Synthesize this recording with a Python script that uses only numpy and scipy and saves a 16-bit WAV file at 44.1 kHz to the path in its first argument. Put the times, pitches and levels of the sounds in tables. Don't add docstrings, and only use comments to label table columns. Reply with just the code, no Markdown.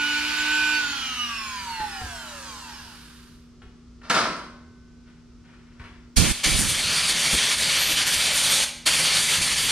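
import sys
import numpy as np
from scipy import signal
from scipy.fft import rfft, irfft, next_fast_len
from scipy.io import wavfile
from scipy.ndimage import uniform_filter1d, map_coordinates

SR = 44100
rng = np.random.default_rng(int(sys.argv[2]) if len(sys.argv) > 2 else 0)


def int16_out(signal):
    q = np.round(np.clip(np.atleast_2d(signal).T, -1, 1) * 32767)
    wavfile.write(sys.argv[1], SR, q.astype(np.int16))


N = 428211
TIME = np.arange(N) / SR

# t/s, speed/Hz (turns per second)
POWERED_SPEED = [(0, 293), (.45, 300.7), (.6, 301.3), (.78, 300.5)]
POWER_OFF_S = .78
FRICTION_HZ_PER_S, AIR_DRAG_PER_TURN = 99.5, .00042
# multiple of the speed, driven level/dB, coasting level/dB
SHAFT_OVERTONES = [(1, -9, -11), (3, -13, -15), (4, -18, -23), (6, -18, -18), (7, -18, -10), (8, -30, -14),
                   (9, -14, -8), (10, -9, -15), (11, -15, -4), (12, -12, -7), (13, -16, -16),
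                   (15, -11, -10), (16, -22, -12), (19, -22, -16), (21, -28, -14), (24, -13, -8)]
# f/Hz, level/dB
SHELL_RESPONSE = [(150, -22), (300, 1), (420, -16), (680, -13), (820, -4), (950, 3), (1200, -6), (1550, 3),
                  (1800, -5), (2100, -10), (2500, -2), (2850, 5), (3500, -5), (4200, -1), (6000, -1),
                  (8000, -4), (10000, -11), (16000, -45)]
# t/s, level/dB
FAN_LEVEL = [(0, -26.5), (.34, -31.5), (.6, -23.5), (.82, -26), (.9, -34.5), (1.48, -39.5), (1.57, -32.5),
             (1.63, -37.5), (1.79, -32), (2.06, -48.5), (2.52, -57), (2.65, -77), (3.4, -110)]
# steps of 120 Hz, level against the fan tone/dB
COMMUTATOR_SPLIT = [(-1, -15), (0, -6), (1, -7), (2, -15), (3, -13), (4, -16)]
# f/Hz, level/dB
COOLING_AIR_COLOUR = [(150, -41), (350, -13.5), (700, -11.5), (950, -3), (1400, 0.5), (2000, -0.5),
                      (2800, 4), (3500, 1.5), (4500, -2), (5800, -4), (7500, -17), (11000, -20),
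                      (15000, -32)]
# f/Hz, level/dB
BRUSH_COLOUR = [(400, -11), (700, -14), (950, 1.5), (1500, 7.5), (2100, -1.5), (2900, 3), (4500, 2),
                (7000, -5.5), (9500, -6), (12500, -10), (15000, -20)]
WHINE_DB, WHINE_POWERED_DB, WHINE_SPEED_POWER = -31.4, 3.5, 1.1
AIR_DB, AIR_POWERED_DB, AIR_SPEED_POWER = -33.3, 2.6, 3.8
BRUSH_DB, BRUSH_POWERED_DB, BRUSH_FADE_HZ = -42.5, 3.5, 90
RATTLE_DB, BARS_DB, BARS_POWERED_DB = -36, -17, -14
LOOSEN_DB = 10
STALL_HZ = 75

# f/Hz, level/dB
RUMBLE_COLOUR = [(12, -38), (20, -7), (59, 3), (189, -9.5), (242, -10.5), (294, -12.5), (377, -10.5),
                 (525, -24), (818, -29.5), (1350, -22.5), (1550, -30.5), (3760, -31.5), (5380, -29),
                 (9110, -41.5), (15000, -65)]
RUMBLE_DB = -51.5
# f/Hz, likeness (1 = same, -1 = opposite)
LEFT_RIGHT_LIKENESS = [(60, 0.97), (180, 0.66), (550, 0.7), (1650, 0.84), (4970, 0.3), (15000, -0.35)]
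# f/Hz, level/dB
HUM_TONES = [(60, -62), (161.5, -61), (240, -52.5), (355, -72.5)]
# f/Hz, time to fall by 60 dB/s
ECHO_T60 = [(150, 0.92), (1200, 0.69), (5000, 0.63), (12000, 0.48)]
# f/Hz, share
DIFFUSE_SIDE = [(150, .2), (700, 0.27), (3000, 0.59), (9000, 1.43)]
TOP_HZ = 15500

# t/s, level/dB
HANDLING_KNOCKS = [(1.8, -28), (2.009, -31.5), (3.18, -54), (3.618, -39), (4.015, -42), (5.796, -35.5),
                   (5.813, -41), (5.839, -39)]
# f/Hz, level/dB
HANDLING_COLOUR = [(300, -6), (700, -8.5), (1200, -3.5), (1800, -2.5), (2700, -7), (4500, -17.5),
                   (7000, -30), (9500, -31.5), (13000, -54)]
# t/s, level/dB
MAT_BUMPS = [(1.8, -43.5), (2.015, -33), (3.63, -43), (5.798, -43)]
# t of full tug/s, level/dB, rise/s, time to fall by 60 dB/s
HOSE_TUGS = [(5.09, -56, .04, .25), (5.5, -55.5, 0.096, 0.58), (5.84, -46.5, .012, 0.35)]

# start t/s, length/s, level/dB
AIR_BURSTS = [(4.03, .068, -44), (4.099, 0.014, -17), (4.141, 0.049, -19), (4.206, 0.063, -31)]
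BURST_RISE_S, BURST_T60_S = 0.0044, 0.086
# f/Hz, level/dB
BURST_COLOUR = [(59, -58), (100, -16), (200, -4), (359, -6), (425, -8.5), (660, -3.5), (831, -10.5),
                (923, -0.5), (1370, 1), (1490, -2), (2990, -13), (5040, -11), (7510, -30.5), (9070, -26.5),
                (15000, -64)]
# f/Hz, level/dB
CRACK_COLOUR = [(500, -25), (1100, -7), (1700, -6), (2400, 0), (3200, -12), (6000, -10), (15000, -36)]
# start t/s, length/s, level/dB
AIR_SPITS = [(4.097, .008, -30), (4.145, .02, -34), (4.366, .005, -45)]
# f/Hz, starting level/dB, time to fall by 60 dB/s
RINGING_METAL = [(964, -57, .4), (1070, -32.5, 1.07), (1370, -38, .5), (1513, -49.5, 3), (2080, -50, 1.6),
                 (2500, -44, .4)]

# open t/s, shut t/s, flow level/dB
TRIGGER_PULLS = [(6.166, 6.323, -1), (6.327, 6.439, -15.5), (6.438, 8.647, 0), (8.654, 8.701, -14),
                 (8.861, 9.8, 0)]
# t/s, roar on the housing/dB, nozzle hiss/dB
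NOZZLE_AIM = [(6.2, -24.3, -25.5), (6.45, -24, -30), (6.63, -26, -25.5), (6.9, -23.5, -31),
              (7.32, -22.8, -26), (7.72, -22.6, -29.5), (8.25, -22.5, -27.5), (8.9, -21.5, -25.5),
              (9.25, -23, -26), (9.7, -23, -28)]
# f/Hz, level/dB
JET_SPECTRUM = [(59, -42), (100, -12), (162, -6.5), (253, -15.5), (614, -11), (774, -12), (1020, -10.5),
                (2270, -2.5), (2690, -1), (3460, 1), (5510, -4), (8060, -7), (8950, -2), (12000, -15.5),
                (15500, -36)]
# f/Hz, width/Hz, lift/dB
HOUSING_HOLLOWS = [(2290, 150, 3), (2730, 230, -2), (3200, 450, 0), (3750, 250, -2), (4600, 700, 2.5),
                   (5140, 590, -3), (6030, 190, 1.5), (8100, 600, -0.5), (8700, 600, 1)]
# middle t/s, length/s, level/dB
EDGE_WHISTLES = [(7.872, .18, -35), (8.103, .1, -38), (8.35, .06, -38), (8.507, 0.037, -31.5),
                 (9.66, 0.045, -38)]
# middle t/s, length/s, depth/dB
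JET_DIPS = [(6.822, 0.023, 4), (7.364, 0.022, 3), (7.564, 0.034, 5), (7.95, 0.037, 2), (8.052, 0.029, 3.5),
            (9.402, 0.025, 6.5)]
SURGE_DB, SURGE_S = 5, 0.021
SPREAD_DB, NARROWING_S, NARROWING_DB_PER_S = -4.5, 6.38, 35

# start t/s, length/s, level/dB, left against right/dB, time to fall by 60 dB/s
DRAUGHT_GUSTS = [(6.164, 0.063, -19.5, -34, 0.41), (6.257, 0.055, -32, -27, 0.078),
                 (6.455, 0.16, -28.5, -29, 0.63), (7.327, 0.026, -24, 2, .06), (9.375, .04, -39, -2, .2)]
GUST_RISE_S, STRAY_AIR_DB = 0.0099, -49
# f/Hz, level/dB
BUFFET_COLOUR = [(12, -33), (20, 0), (49, 3.5), (211, -3.5), (290, -9.5), (330, -10.5), (461, -16.5),
                 (900, -26), (1170, -24), (1980, -120)]
# f/Hz, level/dB
FIZZ_COLOUR = [(500, -19), (2000, 2), (6000, 12), (11000, 1), (15000, -8)]


def amp(db):
    return 10 ** (np.asarray(db) / 20)


def unit(x):
    return x / np.sqrt(np.mean(x ** 2) + 1e-20)


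def along(points, hz):
    f, value = np.transpose(points)
    return np.interp(np.log(hz + 1), np.log(f + 1), value)


def curves(rows):
    s, *columns = np.transpose(rows)
    return [np.interp(TIME, s, column) for column in columns]


def gate(start, end, edge):
    return np.clip(np.minimum(TIME - start, end - TIME) / edge + .5, 0, 1)


def swell(start, length, rise, t60):
    release_db = -60 * np.maximum(TIME - start - length, 0) / t60
    return np.clip((TIME - start) / rise, 0, 1) * amp(release_db)


def wobble(rate):
    knots = rng.standard_normal(int(N * rate / SR) + 4)
    return map_coordinates(knots, [TIME * rate], order=2)


def filtered(x, response):
    m = next_fast_len(N + SR // 2)
    gain = response(np.fft.rfftfreq(m, 1 / SR))
    return irfft(rfft(x, m) * gain, m)[..., :N]


def noise(spectrum):
    return unit(filtered(rng.standard_normal(N), lambda hz: amp(along(spectrum, hz))))


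def in_room(x, wet_db, width):
    hz, t, z = signal.stft(rng.standard_normal((2, SR * 3 // 4)), SR, nperseg=256)
    z = z * amp(-60 * t / along(ECHO_T60, hz)[:, None])
    z[1] *= along(DIFFUSE_SIDE, hz)[:, None]
    tail = signal.istft(z, SR, nperseg=256)[1]
    tail = tail / np.linalg.norm(tail[0])
    mid, side = signal.fftconvolve(x[None], tail, axes=1)[:, :N]
    echo = np.array([mid + width * side, mid - width * side])
    return (x + amp(wet_db) * echo) / np.hypot(1, amp(wet_db))


def from_right(pair, left_db):
    late_left = np.pad(pair[0], (2, 0))[:N]
    return np.array([late_left * amp(left_db), pair[1] * amp(-left_db)])


def shaft_speed():
    running, = curves(POWERED_SPEED)
    even_hz = np.sqrt(FRICTION_HZ_PER_S / AIR_DRAG_PER_TURN)
    braked = np.maximum(TIME - POWER_OFF_S, 0) * FRICTION_HZ_PER_S / even_hz
    return even_hz * np.tan(np.maximum(np.arctan(running / even_hz) - braked, 0))


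def overtones(speed, angle, driven):
    turning = np.count_nonzero(speed)
    speed, angle, driven = speed[:turning], angle[:turning], driven[:turning]
    loose_db = BARS_POWERED_DB * driven + LOOSEN_DB * (1 - speed / speed.max())
    lower = [(k, driven * driven_db + (1 - driven) * coast_db) for k, driven_db, coast_db in SHAFT_OVERTONES]
    upper = [(k, loose_db + (RATTLE_DB if k % 8 else BARS_DB)) for k in range(25, 89)]
    knots = np.arange(0, 4, .05)
    whine = np.zeros(turning)
    for k, db in lower + upper:
        flutter = np.interp(TIME[:turning], knots, rng.standard_normal(len(knots)))
        flutter_db = min(k, 10) / 10 * 3.9 * flutter
        level = amp(db + along(SHELL_RESPONSE, k * speed) + flutter_db)
        tone = np.sin(k * angle + 2 * np.pi * rng.random())
        whine += level * tone * (k * speed < TOP_HZ)
    return np.pad(whine * np.minimum(speed / STALL_HZ, 1) ** 2, (0, N - turning))


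def rotary_tool():
    speed = shaft_speed()
    pace = speed / speed.max()
    angle = 2 * np.pi * np.cumsum(speed * (1 + .0004 * wobble(35))) / SR
    driven = gate(-1, POWER_OFF_S, 0.047)
    mains = 2 * np.pi * 120 * TIME

    whine_level = amp(WHINE_DB + WHINE_POWERED_DB * driven) * pace ** WHINE_SPEED_POWER
    whine = whine_level * overtones(speed, angle, driven)

    fan_db, = curves(FAN_LEVEL)
    coasting_flicker = amp((1 - driven) * 3.7 * wobble(32.08))
    fan = np.sqrt(2) * np.sin(5 * angle + 0.19 * wobble(70)) * coasting_flicker
    commutator = driven * sum(amp(db + wobble(14.7)) * np.sin(8 * angle + step * mains)
                              for step, db in COMMUTATOR_SPLIT)

    air_level = amp(AIR_DB + AIR_POWERED_DB * driven) * pace ** AIR_SPEED_POWER
    air = air_level * noise(COOLING_AIR_COLOUR) * (1 + 0.33 * driven * np.sin(mains))
    rub = amp(BRUSH_DB + BRUSH_POWERED_DB * driven) * (speed / np.hypot(speed, BRUSH_FADE_HZ)) ** 1.2
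    brushes = rub * noise(BRUSH_COLOUR) * (1 + 0.35 * np.sin(angle))

    rush = in_room(air + brushes, wet_db=-1.5, width=0.98)
    tones = in_room(whine, wet_db=-8, width=1.8)
    leading = in_room(amp(fan_db) * (fan + commutator), wet_db=-10.5, width=2.4)
    return from_right(rush + tones, left_db=-1.0) + from_right(leading, left_db=-1.2)


def room_tone():
    def turn(hz):
        return np.arccos(np.clip(along(LEFT_RIGHT_LIKENESS, hz), -1, 1)) / 2

    pair = np.array([noise(RUMBLE_COLOUR), noise(RUMBLE_COLOUR)])
    mid, side = filtered(pair, lambda hz: np.array([np.cos(turn(hz)), np.sin(turn(hz))]))
    hum = sum(amp(db + .7 * wobble(4)) * np.sqrt(2) * np.sin(2 * np.pi * hz * TIME) for hz, db in HUM_TONES)
    return amp(RUMBLE_DB) * np.array([mid + side, mid - side]) + hum


def handling():
    def decay(s, db, t60):
        fall_db = -60 * np.maximum(TIME - s, 0) / t60
        return gate(s + 0.00088, s + 1, 0.0023) * amp(db + fall_db)

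    clack = amp(-0.5) * sum(decay(s, db, t60=0.049) for s, db in HANDLING_KNOCKS)
    thud = sum(decay(s, db, t60=0.43) for s, db in MAT_BUMPS)
    tugs = sum(amp(db) * swell(s - rise, rise, rise, t60) for s, db, rise, t60 in HOSE_TUGS)
    drag = (tugs + amp(-62.5) * gate(5.68, 5.82, .1)) * amp(3.4 * wobble(60))
    bumps = thud * noise([(25, -1), (70, 9.5), (150, -9), (500, -17), (1500, -58)])
    scrapes = in_room((clack + drag) * noise(HANDLING_COLOUR), wet_db=1, width=0.96)
    return from_right(scrapes, left_db=1.0) + bumps


def coupler():
    age = np.maximum(TIME - 4.1, 0)
    escape = sum(amp(db) * swell(s, length, BURST_RISE_S, BURST_T60_S) for s, length, db in AIR_BURSTS)
    puff = escape * amp(1.3 * wobble(120)) * noise(BURST_COLOUR)
    crack = amp(-17 - 60 * age / .07) * noise(CRACK_COLOUR) * gate(4.099, 4.4, 0.0028)
    spits = sum(amp(db) * gate(s, s + length, .003) for s, length, db in AIR_SPITS)
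    spit = spits * noise([(1500, -20), (4500, -2), (9000, -3), (15000, -31)])
    ring = sum(amp(db - 60 * age / t60) * np.sin(2 * np.pi * hz * age) for hz, db, t60 in RINGING_METAL)
    return from_right(in_room(puff + crack + spit, wet_db=-0.5, width=0.86) + ring, left_db=.1)


def valve(edge):
    return sum(amp(db) * gate(start, end, edge) for start, end, db in TRIGGER_PULLS)


def eddies(depth_db):
    z = signal.stft(rng.standard_normal(N), nperseg=512)[2]
    patches = uniform_filter1d(rng.standard_normal(z.shape), size=6, axis=0)
    patches = uniform_filter1d(patches, size=12, axis=1)
    return signal.istft(z * amp(depth_db * unit(patches)), nperseg=512)[1][:N]


def blow_gun():
    def colour(hz):
        lift_db = sum(db / (1 + (2 * (hz - centre) / width) ** 2) for centre, width, db in HOUSING_HOLLOWS)
        return amp(along(JET_SPECTRUM, hz) + lift_db)

    def low_share(hz):
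        return 1 / (1 + (hz / 6300) ** 8)

    roar_db, hiss_db = curves(NOZZLE_AIM)
    roar = unit(filtered(eddies(depth_db=1.5), lambda hz: colour(hz) * np.sqrt(low_share(hz))))
    hiss = unit(filtered(eddies(depth_db=1.55), lambda hz: colour(hz) * np.sqrt(1 - low_share(hz))))
    jet = amp(roar_db + 1.05 * wobble(12)) * roar + amp(hiss_db + 1.7 * wobble(20)) * hiss
    edge = sum(amp(db) * gate(s - length / 2, s + length / 2, .04) for s, length, db in EDGE_WHISTLES)
    jet += edge * noise([(10000, -60), (11400, -6), (11950, 0), (12500, -9), (14000, -55)])

    surge_db = SURGE_DB * sum((TIME > s) * np.exp(-np.abs(TIME - s) / SURGE_S) * amp(db)
                              for s, _, db in TRIGGER_PULLS)
    dip_db = sum(db * gate(s - length / 2, s + length / 2, 0.013) for s, length, db in JET_DIPS)
    flicker_db = 1.03 * wobble(40) + 0.28 * wobble(300)
    flow = valve(edge=0.014) * amp(surge_db - dip_db + flicker_db)

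    narrowing_db = NARROWING_DB_PER_S * np.maximum(TIME - NARROWING_S, 0)
    spread = amp(SPREAD_DB - narrowing_db) + amp(-43)
    side_noise = noise([(600, -1), (2000, -13), (4500, 0), (9000, 5.5), (12500, 1), (15500, -36)])
    side = spread * amp(hiss_db + 5.5) * flow * side_noise
    return in_room(jet * flow, wet_db=-8.0, width=spread) + np.array([side, -side])


def draught():
    def ports(pan_db):
        return 2 / (1 + amp([[-pan_db], [pan_db]]))

    gusts = sum(amp(db) * ports(pan_db) * swell(s, length, GUST_RISE_S, t60)
                for s, length, db, pan_db, t60 in DRAUGHT_GUSTS)
    stray = amp(STRAY_AIR_DB + 3.2 * wobble(18))
    buffet = (gusts + stray) * amp(1.1 * wobble(35)) * noise(BUFFET_COLOUR)
    fizz = amp(-19) * swell(6.163, length=0.017, rise=0.0036, t60=.4) * noise(FIZZ_COLOUR)
    return valve(edge=0.01) * buffet + fizz * np.array([[0], [1]])


def scene():
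    return rotary_tool() + room_tone() + handling() + coupler() + blow_gun() + draught()


def record(dry):
    rounded = dry / (1 + np.abs(dry / .8) ** 6) ** (1 / 6)
    return filtered(rounded, lambda hz: hz < TOP_HZ)


dry = scene()
out = record(dry)
int16_out(out)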